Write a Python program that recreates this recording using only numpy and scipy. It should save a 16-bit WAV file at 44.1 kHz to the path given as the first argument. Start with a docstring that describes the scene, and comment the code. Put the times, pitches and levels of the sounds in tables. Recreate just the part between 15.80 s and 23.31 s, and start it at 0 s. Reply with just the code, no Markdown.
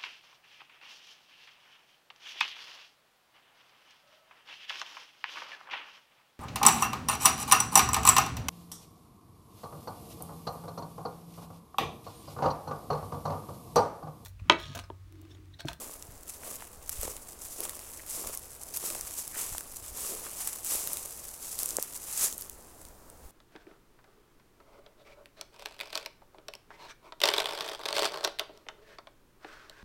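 """Slow steps on dry pine needles

Each step in a yard bends countless needles that crackle as they slip, breaks a few twigs and presses
the packed litter into a dull crunch. Buried sticks knock, the sole rasps, and one foot scuffs through
at the end. Light air and jolts of the hand buffet a camera's microphone over a low outdoor rumble."""
import sys
import numpy as np
from scipy import signal
from scipy.fft import rfft, irfft, next_fast_len
from scipy.io import wavfile

SR = 44100
rng = np.random.default_rng(int(sys.argv[2]) if len(sys.argv) > 2 else 0)


def bounce(signal):
    """Save signal as a 16-bit WAV file at the path given by the first command-line argument."""
    frames = np.transpose(np.atleast_2d(signal))
    limited = np.clip(frames, -1, 1)
    pcm = np.round(limited * 32767).astype(np.int16)
    wavfile.write(sys.argv[1], SR, pcm)


N = 331191
TIME = np.arange(N) / SR


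def needles(rustle_db, stem_db):
    """Stick-slip friction: harder pressure sets more needles slipping; coarse stems sound lower."""
    # spectra of fine needles and of coarse stems: (frequency [Hz], relative level [dB])
    needle_spectrum = [(1500, -22), (3500, -11), (4700, -5.5), (5800, -4.5), (7000, -1.5), (8500, 0.25),
                       (10300, 2), (12000, -2.5), (14000, -2.5), (16000, -14.5)]
    stem_spectrum = [(300, -14.5), (700, 7.5), (1100, 8), (1550, 4.5), (2000, 6), (2800, 8.5), (4000, 2),
                     (7000, -6.5)]
    slips_per_s = 5500 * undb(1.1 * (rustle_db + 43))
    # one needle giving way frees its neighbours: a sudden rise and a short fall
    t = np.arange(SR // 20) / SR
    releases = np.abs(grains(170, spread_db=0.5, limit_db=2))
    bunches = unit(signal.oaconvolve(releases, np.exp(-t / 0.011))[:N])
    depth = 1 / (1 + (slips_per_s / 11000) ** 2)  # in a fast sweep the bunches merge into a swish
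    slips = crackle(slips_per_s, spread_db=4, limit_db=15, splinter=0.27, decay_s=0.000215, kinds=10)
    slips *= np.sqrt(1 - depth + depth * bunches ** 2)
    rubbing = 0.5 * rng.standard_normal(N)  # needles sliding past each other
    cracks = crackle(slips_per_s / 20, spread_db=1, limit_db=15, splinter=0.15, decay_s=0.00032, kinds=4)
    fine = colour(slips + rubbing, needle_spectrum)
    coarse = colour(slips + rubbing + undb(1.5) * cracks, stem_spectrum)
    return undb(rustle_db + 0.28) * fine + undb(stem_db + 1) * coarse


def footwork():
    """Incoherent contacts add in power, giving the drive in dB of needles, stems and packed litter."""
    # footfalls: (touch-down [s], roll of the sole [s], rustle [dB], stems re rustle [dB],
    # lag of the full weight [s], weight held [s], crunch [dB])
    steps = [(0.0, 0.02, -41, -13.5, 0.0018, 0.012, -48), (0.649, 0.038, -42, -12.5, 0.0036, 0.029, -49.5),
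             (1.211, 0.0083, -40, -11.5, 0.0086, .08, -53), (1.8, 0.052, -42, -10, .006, 0.049, -51),
             (2.296, 0.11, -39, -16, 0.088, 0.073, -50), (3.045, 0.028, -36.5, -15.5, 0.006, 0.033, -49),
             (3.585, 0.0038, -34, -12, .006, 0.0097, -50.5), (4.173, 0.13, -36.5, -16, 0.0025, 0.29, -52.5),
             (4.909, 0.032, -30.5, -16.5, 0.02, 0.21, -53), (5.8, 0.088, -39, -16.5, .031, .12, -55.5),
             (6.436, 0.0036, -39.5, -22, 0.0097, 0.0086, -51.5)]
    # a foot lifting or sweeping: (crest [s], rise [s], fall [s], rustle [dB], stems re rustle [dB])
    brushes = [(0.495, 0.02, 0.1, -44, -13), (0.82, .05, .05, -52.5, -1), (1.112, .005, 0.19, -42.5, -13),
               (1.645, 0.022, 0.045, -46, -12.5), (1.728, 0.04, 0.053, -39.5, -26),
               (2.0, 0.013, 0.14, -53, -3.5), (2.54, 0.076, 0.041, -41.5, -10.5),
               (2.943, 0.005, 0.046, -34.5, -15.5), (3.28, .08, .09, -46, -9.5),
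               (3.383, 0.011, 0.03, -33, -21.5), (3.736, 0.036, 0.03, -40.5, -16),
               (4.041, 0.012, 0.044, -42, -13), (4.47, 0.061, 0.1, -44, -8.5),
               (4.61, 0.043, 0.063, -35, -13.5), (4.679, 0.029, 0.064, -37, -12),
               (4.853, 0.01, 0.06, -36, -14.5), (5.099, 0.032, 0.27, -39.5, -15),
               (5.44, 0.046, 0.12, -48, -19), (5.628, .025, 0.24, -39, -19), (6.029, 0.036, .035, -42, -11),
               (6.289, 0.046, .06, -38, -14), (6.443, 0.057, 0.032, -24.5, -16.5),
               (6.59, 0.011, 0.1, -44, -13)]
    # needles springing back between steps: (time [s], level [dB])
    recovery = [(0, -55), (.35, -58), (1.0, -56), (1.5, -51.5), (2.15, -49.5), (2.8, -50), (3.4, -44),
                (3.95, -50), (5.3, -48.5), (6.15, -45.5), (6.7, -59.5), (7.05, -55.5), (7.2, -87),
                (7.5, -58)]
    stir = undb(np.interp(TIME, *np.transpose(recovery)))
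    contacts = [(stir, -14.5)]  # (needle gain, stems re needles [dB])
    loads = [stir * undb(-20)]  # the litter keeps creaking under the stir
    for s, roll_s, db, stems_db, lag_s, held_s, crunch_db in steps:
        contacts.append((undb(db) * swell(s, rise_s=0.026, hold_s=roll_s, fall_s=0.11), stems_db))
        loads.append(undb(crunch_db) * swell(s + lag_s, rise_s=0.034, hold_s=held_s, fall_s=0.1))
    for s, rise_s, fall_s, db, stems_db in brushes:
        contacts.append((undb(db) * swell(s, rise_s, 0, fall_s), stems_db))
    fine = [gain for gain, _ in contacts]
    coarse = [gain * undb(stems_db) for gain, stems_db in contacts]
    return power_db(fine), power_db(coarse), power_db(loads)


def fracture(splinter, decay_s):
    """Brittle fracture: fibres begin to tear, the stem breaks in one impulse, and the spray dies away."""
    t = np.arange(SR // 50) / SR
    tearing = t / decay_s * np.exp(1 - t / decay_s)
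    burst = splinter * rng.standard_normal(len(t)) * tearing
    burst[np.argmax(tearing)] += 1
    return burst


def grains(per_s, spread_db, limit_db):
    """Shot noise: random slips, many small and a few large, with mean power near 1 at any rate."""
    chance = np.clip(per_s / SR, 1 / SR, 1)
    size = undb(np.minimum(spread_db * rng.exponential(size=N), limit_db))
    polarity = rng.choice([-1, 1], N)
    slipping = rng.random(N) < chance
    return unit(size * polarity * slipping / np.sqrt(chance))


def crackle(per_s, spread_db, limit_db, splinter, decay_s, kinds):
    """Superposition: slips are shared among kinds of fibre, each with its own impulse response."""
    out = np.zeros(N)
    for _ in range(kinds):
        slips = grains(per_s / kinds, spread_db, limit_db)
        out += signal.oaconvolve(slips, unit(fracture(splinter, decay_s)))[:N]
    return unit(out)


def twigs(rustle_db):
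    """Impulse excitation: each break rings as a bright tick; thicker twigs add a woody crack."""
    # larger twigs breaking: (time [s], relative tick peak [dB], centre [Hz], relative wood peak [dB])
    snaps = [(0.1037, -31, 9360, -51), (0.2242, -27, 6450, -38), (0.4324, -31, 9580, -53),
             (1.0931, -11, 11500, -41), (1.0976, -24, 9400, -50), (1.2126, -18, 9600, -49),
             (1.231, -19, 9600, -48), (1.3657, -28, 8390, -42), (1.804, -14, 10700, -40),
             (1.852, -21, 8500, -30.5), (1.8937, -19, 10400, -35), (1.9916, -28, 9050, -36.5),
             (2.4713, -18, 11500, -38), (2.549, -21, 9520, -61), (2.5734, -19, 9720, -61),
             (2.593, -27, 10500, -54), (2.8333, -25.5, 9530, -64), (2.9387, -22, 6540, -48),
             (2.971, -14, 12200, -52), (3.1015, -18, 8000, -32), (3.1487, -20, 7460, -34),
             (3.2096, -16.5, 8100, -40), (3.477, -20.5, 10600, -60), (3.7808, -18, 9000, -30.5),
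             (3.8072, -26.5, 9020, -35.5), (4.6732, -12.5, 10500, -44), (4.846, -20, 10100, -50),
             (5.0729, -16, 12300, -31), (5.1317, -14, 9750, -53), (5.17, -20, 8000, -33),
             (5.257, -21, 9400, -51), (5.789, -15.5, 10000, -56), (5.8313, -13, 10000, -44),
             (5.8577, -14, 10000, -54), (5.889, -17, 8500, -51), (5.906, -14.5, 8100, -59),
             (5.967, -11, 8700, -46), (6.0252, -14, 10300, -51), (6.5254, -19, 7100, -38),
             (6.5794, -20.5, 10600, -60), (6.6097, -23, 12700, -61), (6.621, -23.5, 9000, -45),
             (6.6962, -23.5, 10100, -65), (7.0507, -32.5, 8480, -48), (7.2993, -33.5, 9000, -68)]
    out = np.zeros(N)
    thin = signal.butter(2, 6000, "high", fs=SR, output="sos")  # thin fibres radiate only treble
    for s, tick_db, hz, wood_db in list(snaps) + small_twigs(rustle_db):
        burst = fracture(splinter=0.28, decay_s=0.00046)
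        tick = signal.sosfilt(thin, resonate(burst, hz, q=2.9) + 0.5 * burst)
        crack = resonate(resonate(burst, 2000, q=1), 2400, q=0.74)
        add(out, s + 0.0006, tick, tick_db + 0.5)
        add(out, s + 0.000665, crack, wood_db + 0.5)
    return out


def small_twigs(rustle_db, per_s=6.8, feet_rest_s=6.7):
    """A random point process: rows of small snaps while the feet move, louder in a strong rustle."""
    when, strength, pitch = rng.random((int(per_s * feet_rest_s), 3)).T
    times = feet_rest_s * when
    over_rustle_db = 12 + 3.5 * (2 * strength - 1)
    tick_db = np.minimum(np.interp(times, TIME, rustle_db) + over_rustle_db, -18)
    hz = 9300 * 2 ** (0.5 * (pitch - 0.5))
    wood_db = tick_db - 25
    return list(zip(times, tick_db, hz, wood_db))


def litter(tread_db):
    """Compaction: the packed layer slips under the sole in a crunch that the shoe muffles."""
    # spectrum of the covered litter: (frequency [Hz], relative level [dB])
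    spectrum = [(80, -31), (180, -9), (300, -2.5), (430, 1.5), (620, 1), (850, -8), (1150, -1), (1600, -19),
                (3000, -16)]
    slips = crackle(1500, spread_db=4.5, limit_db=26.5, splinter=0.13, decay_s=0.0007, kinds=5)
    return undb(tread_db + 4) * colour(slips, spectrum)


def buried_sticks():
    """Heavy damping: the soil stops each knock within a few cycles and absorbs its treble."""
    # sticks and cones giving way under the sole: (time [s], relative peak [dB], centre [Hz])
    knocks = [(0.092, -34, 567), (0.631, -30.5, 1130), (0.82, -28.5, 960), (1.09, -28.5, 1150),
              (1.228, -28, 541), (1.247, -33, 388), (1.275, -24.5, 480), (1.801, -31, 412),
              (1.85, -28, 660), (2.375, -36, 471), (2.437, -30, 743), (2.465, -42, 530),
              (3.149, -26.5, 675), (3.192, -36, 770), (3.746, -27, 864), (3.778, -30, 1100),
              (4.463, -30, 1070), (4.67, -28.5, 1070), (5.114, -32, 716), (5.982, -18.5, 510)]
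    out = np.zeros(N)
    for s, db, hz in knocks:
        ring = resonate(fracture(splinter=0.061, decay_s=0.00072), hz, q=2.35)
        soil = signal.butter(2, 3.4 * hz, fs=SR, output="sos")
        add(out, s + 0.00289, signal.sosfilt(soil, ring), db - 2)
    return out


def scuffs():
    """Stick-slip friction of the sole gives brief rasps, each with its own pitch."""
    # the sole rubbing over the litter: (time [s], half-width [s], centre [Hz], level [dB])
    rubs = [(1.306, 0.014, 430, -44), (1.818, 0.028, 430, -46), (2.199, 0.0067, 1970, -49.5),
            (3.563, 0.03, 1780, -47.5), (4.322, 0.04, 424, -46.5), (6.422, 0.061, 1890, -48.5),
            (6.433, 0.062, 6600, -38)]
    out = np.zeros(N)
    for s, half_s, hz, db in rubs:
        slips = grains(900, spread_db=13.5, limit_db=29)
        rasp = resonate(resonate(slips, hz, q=4.4), hz, q=0.74)
        out += unit(rasp) * undb(db) * gaussian(s, half_s)
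    return out


def jolts():
    """Structure-borne sound: a jolt of the hand reaches the microphone as a soft, low thump."""
    # jolts of the camera: (time [s], peak [dB], frequency [Hz])
    thumps = [(0.288, -39.5, 92), (1.19, -29, 40.4), (3.72, -39, 94), (4.02, -44, 68.5), (4.116, -40, 60)]
    out = np.zeros(N)
    t = np.arange(SR // 8) / SR
    for s, db, hz in thumps:
        envelope = t * np.exp(-t * hz / 0.21)
        add(out, s, -envelope * np.sin(2 * np.pi * hz * t), db)
    return out


def outdoor_air(calm_db=-58.5):
    """Turbulence: slow eddies press on the microphone, over a distant rumble whose level wanders."""
    # puffs of air: (time [s], half-width [s], level [dB])
    gusts = [(.33, 0.16, -51.5), (1.2, 0.2, -47), (2.42, .22, -53.5), (3.205, 0.13, -56),
             (3.743, 0.044, -48.5), (4.096, 0.24, -53.5), (4.365, 0.033, -57), (6.745, 0.07, -58),
             (7.087, .05, -53), (7.453, .03, -49.5)]
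    # spectra of the rumble and of the eddies: (frequency [Hz], relative level [dB])
    yard_spectrum = [(60, -3), (115, 0.5), (170, -2), (280, -1), (500, -0.5), (750, -3), (1100, -6),
                     (1600, -11.5), (3000, -23.5), (8000, -14.5), (16000, -18.5)]
    eddy_spectrum = [(10, -1), (22, 1), (45, -4.5), (70, -2), (100, -12), (160, -43), (400, -35.5)]
    puffs = sum(undb(db) * gaussian(s, half_s) for s, half_s, db in gusts)
    wander_db = 0.5 * wander(2.67) + 0.5 * wander(14)
    rumble = colour(rng.standard_normal(N), yard_spectrum) * undb(-55.5 + wander_db)
    eddies = colour(rng.standard_normal(N), eddy_spectrum) * np.hypot(puffs, undb(calm_db))
    return rumble + eddies


def undb(db):
    """Amplitude ratio of a level in decibels."""
    return 10 ** (np.asarray(db) / 20)


def unit(x):
    """Normalisation to rms 1."""
    return x / np.sqrt(np.mean(x ** 2))


def power_db(gains):
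    """Power summation: the level in dB of unrelated sounds heard together."""
    return 10 * np.log10(sum(gain ** 2 for gain in gains) + 1e-18)


def swell(s, rise_s, hold_s, fall_s):
    """Exponential growth up to time s, a hold, and exponential decay."""
    return np.exp(-np.maximum(s - TIME, 0) / rise_s - np.maximum(TIME - s - hold_s, 0) / fall_s)


def gaussian(s, half_s):
    """Gaussian envelope, down to 1/e at half_s either side of time s."""
    return np.exp(-((TIME - s) / half_s) ** 2)


def wander(knots_per_s):
    """Slow random fluctuation of rms 1."""
    knots = rng.standard_normal(8192)
    return unit(np.interp(TIME * knots_per_s, np.arange(len(knots)), knots))


def colour(x, spectrum):
    """Minimum-phase filtering shapes the spectrum while clicks keep their sharp front; rms 1."""
    hz, db = np.transpose(spectrum)
    size = next_fast_len(N + SR // 2, True) * 2
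    bins_hz = np.maximum(np.fft.rfftfreq(size, 1 / SR), 1)
    gain = undb(np.interp(np.log(bins_hz), np.log(hz), db))
    cepstrum = irfft(np.log(gain))
    cepstrum[1:size // 2] *= 2  # folding onto positive time makes the filter causal
    cepstrum[size // 2 + 1:] = 0
    response = np.exp(rfft(cepstrum))
    return unit(irfft(rfft(x, size) * response)[:N])


def resonate(x, hz, q):
    """Forced response of one damped resonance."""
    return signal.lfilter(*signal.iirpeak(hz, q, fs=SR), x)


def add(track, s, sound, peak_db):
    """Superpose a sound on a track at a time and a peak level."""
    start = int(s * SR)
    part = sound[:N - start] / np.max(np.abs(sound))
    track[start:start + len(part)] += undb(peak_db) * part


def scene():
    """Free field: in the open air every sound arrives directly, summed in one channel."""
    rustle_db, stem_db, tread_db = footwork()
    underfoot = needles(rustle_db, stem_db) + litter(tread_db) + scuffs() + twigs(rustle_db)
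    return (underfoot + buried_sticks() + jolts() + outdoor_air())[None]


def record(dry):
    """Band limiting: the camera cuts the treble above 16 kHz."""
    return signal.sosfilt(signal.ellip(10, 0.2, 70, 16000, fs=SR, output="sos"), dry)


dry = scene()
out = record(dry)
bounce(out)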